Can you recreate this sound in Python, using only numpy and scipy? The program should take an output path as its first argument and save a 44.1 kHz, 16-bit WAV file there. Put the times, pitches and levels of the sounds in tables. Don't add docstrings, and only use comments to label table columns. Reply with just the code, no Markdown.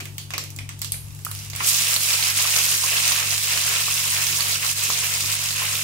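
import sys
import numpy as np
from scipy import signal
from scipy.fft import rfft, irfft, next_fast_len
from scipy.io import wavfile
from scipy.ndimage import uniform_filter1d

SR = 44100
rng = np.random.default_rng(int(sys.argv[2]) if len(sys.argv) > 2 else 0)


def natural_amplitude(level_db):
    exponent = np.asarray(level_db, float) / 20
    return 10 ** exponent


def bounce(signal):
    frames = np.transpose(np.atleast_2d(signal))
    limited = np.clip(frames, -1, 1)
    pcm = np.round(limited * 32767).astype(np.int16)
    wavfile.write(sys.argv[1], SR, pcm)


N = 257233

# pitch_hz, level_db (per Hz)
PAN_COLOUR = [(250, -36), (430, -15.5), (660, -13.5), (850, -13), (1100, -4), (1490, -9.5), (2000, -3),
              (2500, 1), (3500, -1.5), (5800, 0.94), (7740, 1.16), (8730, -1.5), (11500, -2.5),
              (15600, -7.5)]


def frying():
    level_db, size_db, _ = vigour()
    length = next_fast_len(N + SR // 2, True)
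    wet = 0
    for bubbles in fizz():
        path = way(wall_db=6.5, bowl_db=10.0, bowl_t60=0.013)
        wet = wet + rfft(bubbles, length) * rfft(path, length)
    even_hz = 250
    power = uniform_filter1d(abs(wet) ** 2, int(even_hz * length / SR), axis=1)
    wet = irfft(wet / np.sqrt(power), length)[:, :N]
    low, mid, top = split(colour(wet, PAN_COLOUR), 3200, 9000)
    clump_db = 1.6 * drift(30)
    low = natural_amplitude(1.12 + size_db + clump_db) * low
    top = natural_amplitude(-0.7 - 0.81 * size_db) * top
    return natural_amplitude(level_db + 5.5) * (low + mid + top) / mid.std()


# start_s, level_db, bubble_size_db (large ones up, fine spray down)
FRYING = [(0, -58.5, -6), (.6, -63.5, 4), (1.25, -56, -2.5), (1.45, -46.5, 0), (1.52, -54.5, 1.5),
          (1.59, -42, 4.5), (1.678, -24, -3.5), (1.74, -29.5, -1.5), (2.3, -29, 1), (2.6, -29, -1),
          (3.12, -29.5, 2), (3.25, -31.5, 1), (3.7, -30.5, 1), (4.4, -31, 0), (5.0, -32, 0.4),
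          (5.83, -33, 1)]
# start_s, depth_db, length_s
LULLS = [
    (1.984, -5.5, 0.028),
    (2.177, -3.5, 0.015),
    (2.339, -4, .03),
    (2.81, -1, 0.033),
    (4.593, -4, 0.027),
    (4.743, -6.5, 0.017),
    (5.4, -2.5, 0.034),
    (5.553, -2.5, 0.026),
]


def vigour():
    start_s, level_db, size_db = np.transpose(FRYING)
    lull_s, depth_db, length_s = np.transpose(LULLS)
    t = np.arange(N) / SR
    steady_db = np.interp(t, start_s, level_db)
    lulls_db = fine(depth_db @ bumps(lull_s, length_s))
    return steady_db + lulls_db, np.interp(t, start_s, size_db), steady_db


def fizz(per_s=4500, spread_db=4.0, clump_db=0.79, hiss_db=-3.5, count=24, size=8):
    happens = rng.random(N) < per_s / SR
    strength = natural_amplitude(spread_db * np.minimum(rng.exponential(1, N), 3.9)) * happens
    kind = rng.integers(0, count, N)
    t = np.arange(300) / SR
    out = np.zeros((size, N))
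    for k, hz in enumerate(np.geomspace(500, 17000, count)):
        glide = rng.uniform(-0.055, 0.094)
        turns = hz * t * (1 + glide * hz * t)
        grain = np.sin(2 * np.pi * turns) * np.exp(-hz * t / 2.42) * (turns < 12)
        grain = grain / np.linalg.norm(grain) * np.sqrt(hz)
        out[k % size] += signal.oaconvolve(strength * (kind == k), grain)[:N]
    hiss = natural_amplitude(hiss_db) * rng.standard_normal((size, N))
    return (evened(out) + hiss) * natural_amplitude(clump_db * drift(90))


# start_s, peak_db, bubble_pitch_hz, low_part_db (against the peak)
SPITS = [(1.963, -3.5, 4370, -7), (2.0625, -24, 5690, -22), (2.139, -7, 4600, -13), (2.2257, -8, 4430, -7),
         (2.2364, -4, 2390, -10), (2.375, -6, 9900, -13), (2.4912, -11, 6780, -25), (2.5394, -7, 2400, -5),
         (2.5627, -1.5, 6340, -5), (2.588, 2.5, 2620, -13.5), (2.6457, -5, 8000, -28),
         (2.8614, -10, 6950, -24), (2.9455, -16, 5170, -17), (2.9703, -14, 5880, -24),
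         (3.0355, -11, 2480, -13), (3.0778, -1.5, 6200, -27), (3.1203, -2.5, 6100, -6),
         (3.1544, -16, 4580, -17), (3.3793, -7, 8140, -10), (3.5747, 1.5, 2980, -10.5),
         (3.6484, -10, 2480, -12), (3.8315, -10, 5940, -25), (3.921, -13, 6830, -21),
         (4.2674, -7, 6240, -16), (4.4061, -5.5, 4690, -10), (4.903, -5, 6800, -15), (4.934, -8, 6100, -21),
         (4.9753, -7, 6390, -17), (5.2067, 0.5, 2750, -18), (5.5067, -6.5, 4580, -21)]


def spits():
    return bursts(parts(SPITS, lean_db=-2.0, spread_db=3.5), boost_db=-7.5, low_db=0.0, top_db=-1.0,
                  crack_s=0.00027, ring_db=2.0, wall_db=0.5, bowl_db=2.0, snap_db=2)


# start_s, peak_db, bubble_pitch_hz, low_part_db (against the peak)
DROPS = [(0.0004, -23, 2370, -9), (0.0064, -18.5, 2600, -11), (0.0552, -25.5, 6600, -11),
         (0.182, -13.5, 4740, -21), (0.3055, -17, 2120, -14), (0.3373, -14, 1990, -9),
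         (0.38, -7.5, 2670, -20), (0.4388, -17.5, 2530, -20), (0.504, -27, 9600, -27),
         (0.5631, -23.5, 7550, -37), (0.5878, -20, 2600, -9), (0.6914, -16.5, 2210, -14),
         (0.7922, -29.5, 9500, -27), (0.817, -10.5, 5470, -21.5), (0.8459, -12.5, 2440, -22),
         (0.9205, -12, 10600, -27), (0.9422, -31.5, 8630, -5), (1.0839, -41, 9540, -28),
         (1.1144, -44, 5620, -21), (1.149, -35, 11300, -27), (1.191, -32.5, 7890, -16),
         (1.2493, -17, 11500, -20), (1.3141, -19, 10900, -17), (1.3502, -21, 7220, -22),
         (1.3907, -23, 6060, -32), (1.5003, -20, 6840, -22), (1.5327, -23.5, 2940, -10.5),
         (1.5513, -18, 2470, -13), (1.5615, -18, 11000, -19), (1.6044, -21, 2930, 0)]


def drops():
    return bursts(parts(DROPS, lean_db=-1.0, spread_db=1.5), boost_db=-3.0, low_db=10.0, top_db=0.0,
                  crack_s=0.0007, ring_db=-8, wall_db=4.0, bowl_db=2.0, snap_db=8)


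def parts(rows, lean_db, spread_db):
    start_s, peak_db, pitch_hz, low_db = np.transpose(rows)
    octaves = np.log2(pitch_hz / 5550)
    middle_db = peak_db - 0.5 * abs(octaves)
    top_db = peak_db + 6 * octaves
    pan_db = lean_db + spread_db * rng.standard_normal(len(rows))
    return np.transpose([start_s, middle_db, pitch_hz, peak_db + low_db, top_db, pan_db])


def bursts(rows, boost_db, low_db, top_db, crack_s, ring_db, wall_db, bowl_db, snap_db):
    t = np.arange(-100, 412) / SR
    s, db, hz, low, top, pan_db = np.transpose(rows)[..., None]
    after = np.maximum(t, 0)
    noise = rng.standard_normal((len(rows), 512)) * np.exp(-after / crack_s) * (t >= 0)
    tear = (t == 0) + 0.12 * noise
    bands = split(colour(tear, PAN_COLOUR), 3200, 9000)
    bands = [band / abs(band).max(1, keepdims=True) for band in bands]
    levels = (low + low_db, db, top + top_db)
    crack = sum(natural_amplitude(level) * band for level, band in zip(levels, bands))
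    pitch_db = np.where(hz < 3200, levels[0], np.where(hz < 9000, db, levels[2]))
    ring = np.sin(2 * np.pi * hz * after) * np.exp(-after * hz / 3)
    crack = crack + natural_amplitude(pitch_db + ring_db) * ring
    crack *= natural_amplitude(boost_db) * np.clip(1 + t / 0.0018, 0, 1)
    snap = natural_amplitude(boost_db + levels[2] + snap_db) * bands[2]
    starts, pans_db = s[:, 0] + t[0], pan_db[:, 0]
    direct = placed(starts, snap, pans_db, [np.ones((2, 1))])
    ways = [way(wall_db, bowl_db, bowl_t60=0.032) for _ in range(8)]
    return direct + placed(starts, crack, pans_db, ways)


# start_s, peak_db, pitch_hz
KNOCKS = [(0.021, -38.5, 360), (0.045, -48, 238), (0.333, -28.5, 1500), (0.351, -40, 316),
          (0.567, -43, 260), (1.266, -15.5, 1280), (1.289, -21, 1340), (1.606, -8.5, 1150),
          (1.867, -27, 1080), (2.192, -21, 920), (2.401, -16.5, 1030), (2.453, -14.5, 1130),
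          (2.723, -16.5, 1386), (2.838, -11, 1110), (3.116, -18, 1110), (3.196, -14, 1180),
          (3.567, -36, 1190), (3.882, -16, 1160), (4.399, -16.5, 1170), (4.638, -17.5, 1120),
          (4.901, -13.5, 1060), (5.239, -21, 1140), (5.617, -15.5, 1050)]


def knocks():
    t = np.arange(2000) / SR
    s, db, hz = np.transpose(KNOCKS)[..., None]
    fade = np.exp(-t * hz ** 1.5 / 68) * (1 - np.exp(-t / .0004))
    push = natural_amplitude(db - 4) * np.sin(2 * np.pi * hz * t) * fade
    ways = [way(wall_db=1.0, bowl_db=-2.0, bowl_t60=0.015) for _ in range(3)]
    return placed(s[:, 0], push, 0 * s[:, 0], ways)


MOTOR_HZ = (100.4, 146.7)
MOTOR_DB = (-40.5, -44.5)
DUCK_SHARES = (0.35, 0.5, 0.82, 0.048)
# start_s, swell_db
SWELLS = [(.62, 5), (.9, 2), (1.34, 4.5), (1.52, 4), (2.37, 4), (3.31, 4), (4.19, 2.5), (4.52, 2),
          (4.97, -1.5), (5.3, 4.5), (5.7, 3)]
# start_s, level_db
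THUMPS = [(.02, -54), (.35, -67), (.56, -56), (0.951, -70), (1.61, -51), (1.82, -50), (2.0, -60),
          (2.12, -67), (2.37, -46.5), (2.75, -43), (2.98, -48), (3.25, -59), (3.73, -52), (4.07, -51),
          (4.33, -44), (4.5, -55), (4.7, -57), (4.9, -46), (5.25, -47), (5.65, -66)]
# pitch_hz, level_db (per Hz)
RUMBLE = [(15, -41), (30, -26), (45, -18), (60, -2.5), (76, -10.5), (120, -9), (190, -16), (290, -19.5),
          (550, -28), (900, -20.5), (2500, -38), (5000, -115)]


def hum():
    duck_from_db, duck_s = -38, 0.14
    over_db = uniform_filter1d(np.maximum(vigour()[2] - duck_from_db, 0), int(duck_s * SR))
    ducked = [natural_amplitude(-share * over_db) for share in DUCK_SHARES]
    swell_s, swell_db = np.transpose(SWELLS)
    thump_s, thump_db = np.transpose(THUMPS)
    swell = fine(swell_db @ bumps(swell_s, 0.057))
    thumps = fine(natural_amplitude(thump_db) @ bumps(thump_s, 0.025))
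    low_level = natural_amplitude(MOTOR_DB[0] + swell + 0.24 * drift(16)) * ducked[0]
    high_level = natural_amplitude(MOTOR_DB[1] + 0.27 * drift(8.6)) * ducked[1]
    deep_level = natural_amplitude(-54 + 1.4 * drift(5.3)) * ducked[2]
    upper_level = natural_amplitude(-52) * ducked[3] + thumps
    lead = np.array([[0], [.25]])
    tones = 0
    for hz, level in zip(MOTOR_HZ, (low_level, high_level)):
        flutter = natural_amplitude(0.24 * drift(25))
        speed_hz = hz * (1 + .0034 * drift(6.64))
        turning = np.sin(2 * np.pi * np.cumsum(speed_hz) / SR + lead)
        tones = tones + np.sqrt(2) * level * flutter * turning
    air = colour(port_noise(N, lambda hz, s: 0 * hz * s), RUMBLE)
    deep, upper, room = split(air, 158, 520)
    rumble = 1.88 * deep_level * evened(deep) + 0.62 * upper_level * evened(upper)
    return tones + rumble + natural_amplitude(-59.0) * evened(room)


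# pitch_hz, fade_s (time to fall 60 dB)
WALLS = [(200, 0.99), (1000, 0.16), (3000, 0.4), (8000, 0.27), (12000, 0.51), (16000, 0.11)]


def way(wall_db, bowl_db, bowl_t60):
    t = np.arange(16000) / SR
    walls = port_noise(len(t), lambda hz, s: -60 * s / read(WALLS, hz))
    walls = walls * np.clip(t / 0.0047, 0, 1)
    bowl = port_noise(1024, lambda hz, s: 0 * hz * s) * natural_amplitude(-60 * t[:1024] / bowl_t60)
    taps = natural_amplitude(wall_db) * walls / np.linalg.norm(walls[0])
    taps[:, :1024] += natural_amplitude(bowl_db) * bowl / np.linalg.norm(bowl[0])
    taps[(0, 1), rng.integers(0, 14, 2)] += 1
    return taps


# pitch_hz, likeness (1 same, 0 unrelated)
LIKENESS = [(60, 0.58), (150, 0.51), (380, 0.85), (950, -0.17), (2380, 0.12), (5980, -0.12), (15000, 0.26)]


def port_noise(length, decay):
    frames, hz = length // 128 + 5, np.fft.rfftfreq(512, 1 / SR)
    a, b, c, d = rng.standard_normal((frames, 257, 4)).T
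    same = np.clip(read(LIKENESS, hz), -1, 1)[:, None]
    left, other = a + 1j * b, c + 1j * d
    z = np.array([left, same * left + np.sqrt(1 - same ** 2) * other])
    z *= natural_amplitude(decay(hz[:, None], np.arange(frames) * 128 / SR))
    return signal.istft(z, nperseg=512, noverlap=384)[1][:, :length]


def placed(starts, sounds, pans_db, ways):
    out = np.zeros((2, N))
    for k, (s, sound, pan_db) in enumerate(zip(starts, sounds, pans_db)):
        heard = signal.fftconvolve(sound[None], ways[k % len(ways)], axes=1)
        add(out, s, natural_amplitude(np.array([[.5], [-.5]]) * pan_db) * heard)
    return out


def add(mix, s, sound):
    part = mix[..., max(round(s * SR), 0):][..., :sound.shape[-1]]
    part += sound[..., :part.shape[-1]]


def evened(x):
    return x / np.sqrt(np.mean(x ** 2) + 1e-20)


def read(points, hz):
    f, value = np.transpose(points)
    return np.interp(np.log(hz + 1), np.log(f + 1), value)


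def colour(x, points):
    gain_db = np.maximum(read(points, abs(np.fft.fftfreq(4096, 1 / SR))), -100)
    log_gain = np.log(natural_amplitude(gain_db))
    taps = np.fft.ifft(np.exp(log_gain - 1j * signal.hilbert(log_gain).imag)).real[:2048]
    taps = taps.reshape((1,) * (x.ndim - 1) + (-1,))
    return signal.oaconvolve(x, taps, axes=-1)[..., :x.shape[-1]]


def split(x, *edges_hz):
    length = next_fast_len(x.shape[-1], True)
    hz, z = np.fft.rfftfreq(length, 1 / SR), rfft(x, length)
    above = [1] + [1 / (1 + (edge / (hz + 1)) ** 6) for edge in edges_hz] + [0]
    return [irfft(z * (a - b), length)[..., :x.shape[-1]] for a, b in zip(above, above[1:])]


def drift(hz, count=24):
    t = np.arange(0, N + 64, 64) / SR
    slow = 0
    for f in np.geomspace(hz / 20, hz, count):
        slow = slow + np.sin(2 * np.pi * (f * t + rng.random())) / np.sqrt(f)
    return evened(np.interp(np.arange(N) / SR, t, slow))


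def bumps(times, lengths):
    t = np.arange(0, N + 64, 64) / SR
    return np.exp(-((t - np.reshape(times, (-1, 1))) / np.reshape(lengths, (-1, 1))) ** 2)


def fine(coarse):
    return np.interp(np.arange(N), np.arange(len(coarse)) * 64, coarse)


# pitch_hz, left_over_right_db
LEAN = [(60, 4.0), (120, 4.0), (240, 3), (480, 0), (950, 3), (1890, 1.5), (3770, -3.5), (7520, -2.5),
        (15000, -4.5)]


def scene():
    mix = frying() + spits() + drops() + knocks() + hum()
    left, right = [[(hz, side * db / 2) for hz, db in LEAN] for side in (1, -1)]
    late = np.pad(mix[1], (6, 0))[:N]
    return np.array([colour(mix[0], left), colour(late, right)])


def roll_off(x):
    return signal.sosfilt(signal.butter(12, 16970, fs=SR, output="sos"), x)


def record(dry):
    ceiling = .95
    hz, _, z = signal.stft(ceiling * np.tanh(dry / ceiling), SR, nperseg=2048, noverlap=1536)
    power = (abs(z) ** 2).mean(0)
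    fizz_power = uniform_filter1d(power[hz > 2000].mean(0), 5)
    weak = uniform_filter1d(power, 3, 0) < natural_amplitude(-27.0) * fizz_power
    upper_bass = ((hz > 175) & (hz < 460))[:, None]
    z *= np.where(weak & upper_bass, natural_amplitude(-13.0), 1)
    gated = signal.istft(z, SR, nperseg=2048, noverlap=1536)[1][:, :N]
    edge = signal.firwin(1535, 15790, window=("kaiser", 7), fs=SR)
    click_edge = signal.firwin(511, 16800, window=("kaiser", 8), fs=SR)
    low = signal.oaconvolve(gated, edge[None], "same")
    top = signal.oaconvolve(gated - low, click_edge[None], "same")
    power = (top ** 2).mean(0)
    sudden = uniform_filter1d(power, size=64) > natural_amplitude(23) * uniform_filter1d(power, size=2048)
    return roll_off(low + uniform_filter1d(1. * sudden, size=128) * top)


dry = scene()
out = record(dry)
bounce(out)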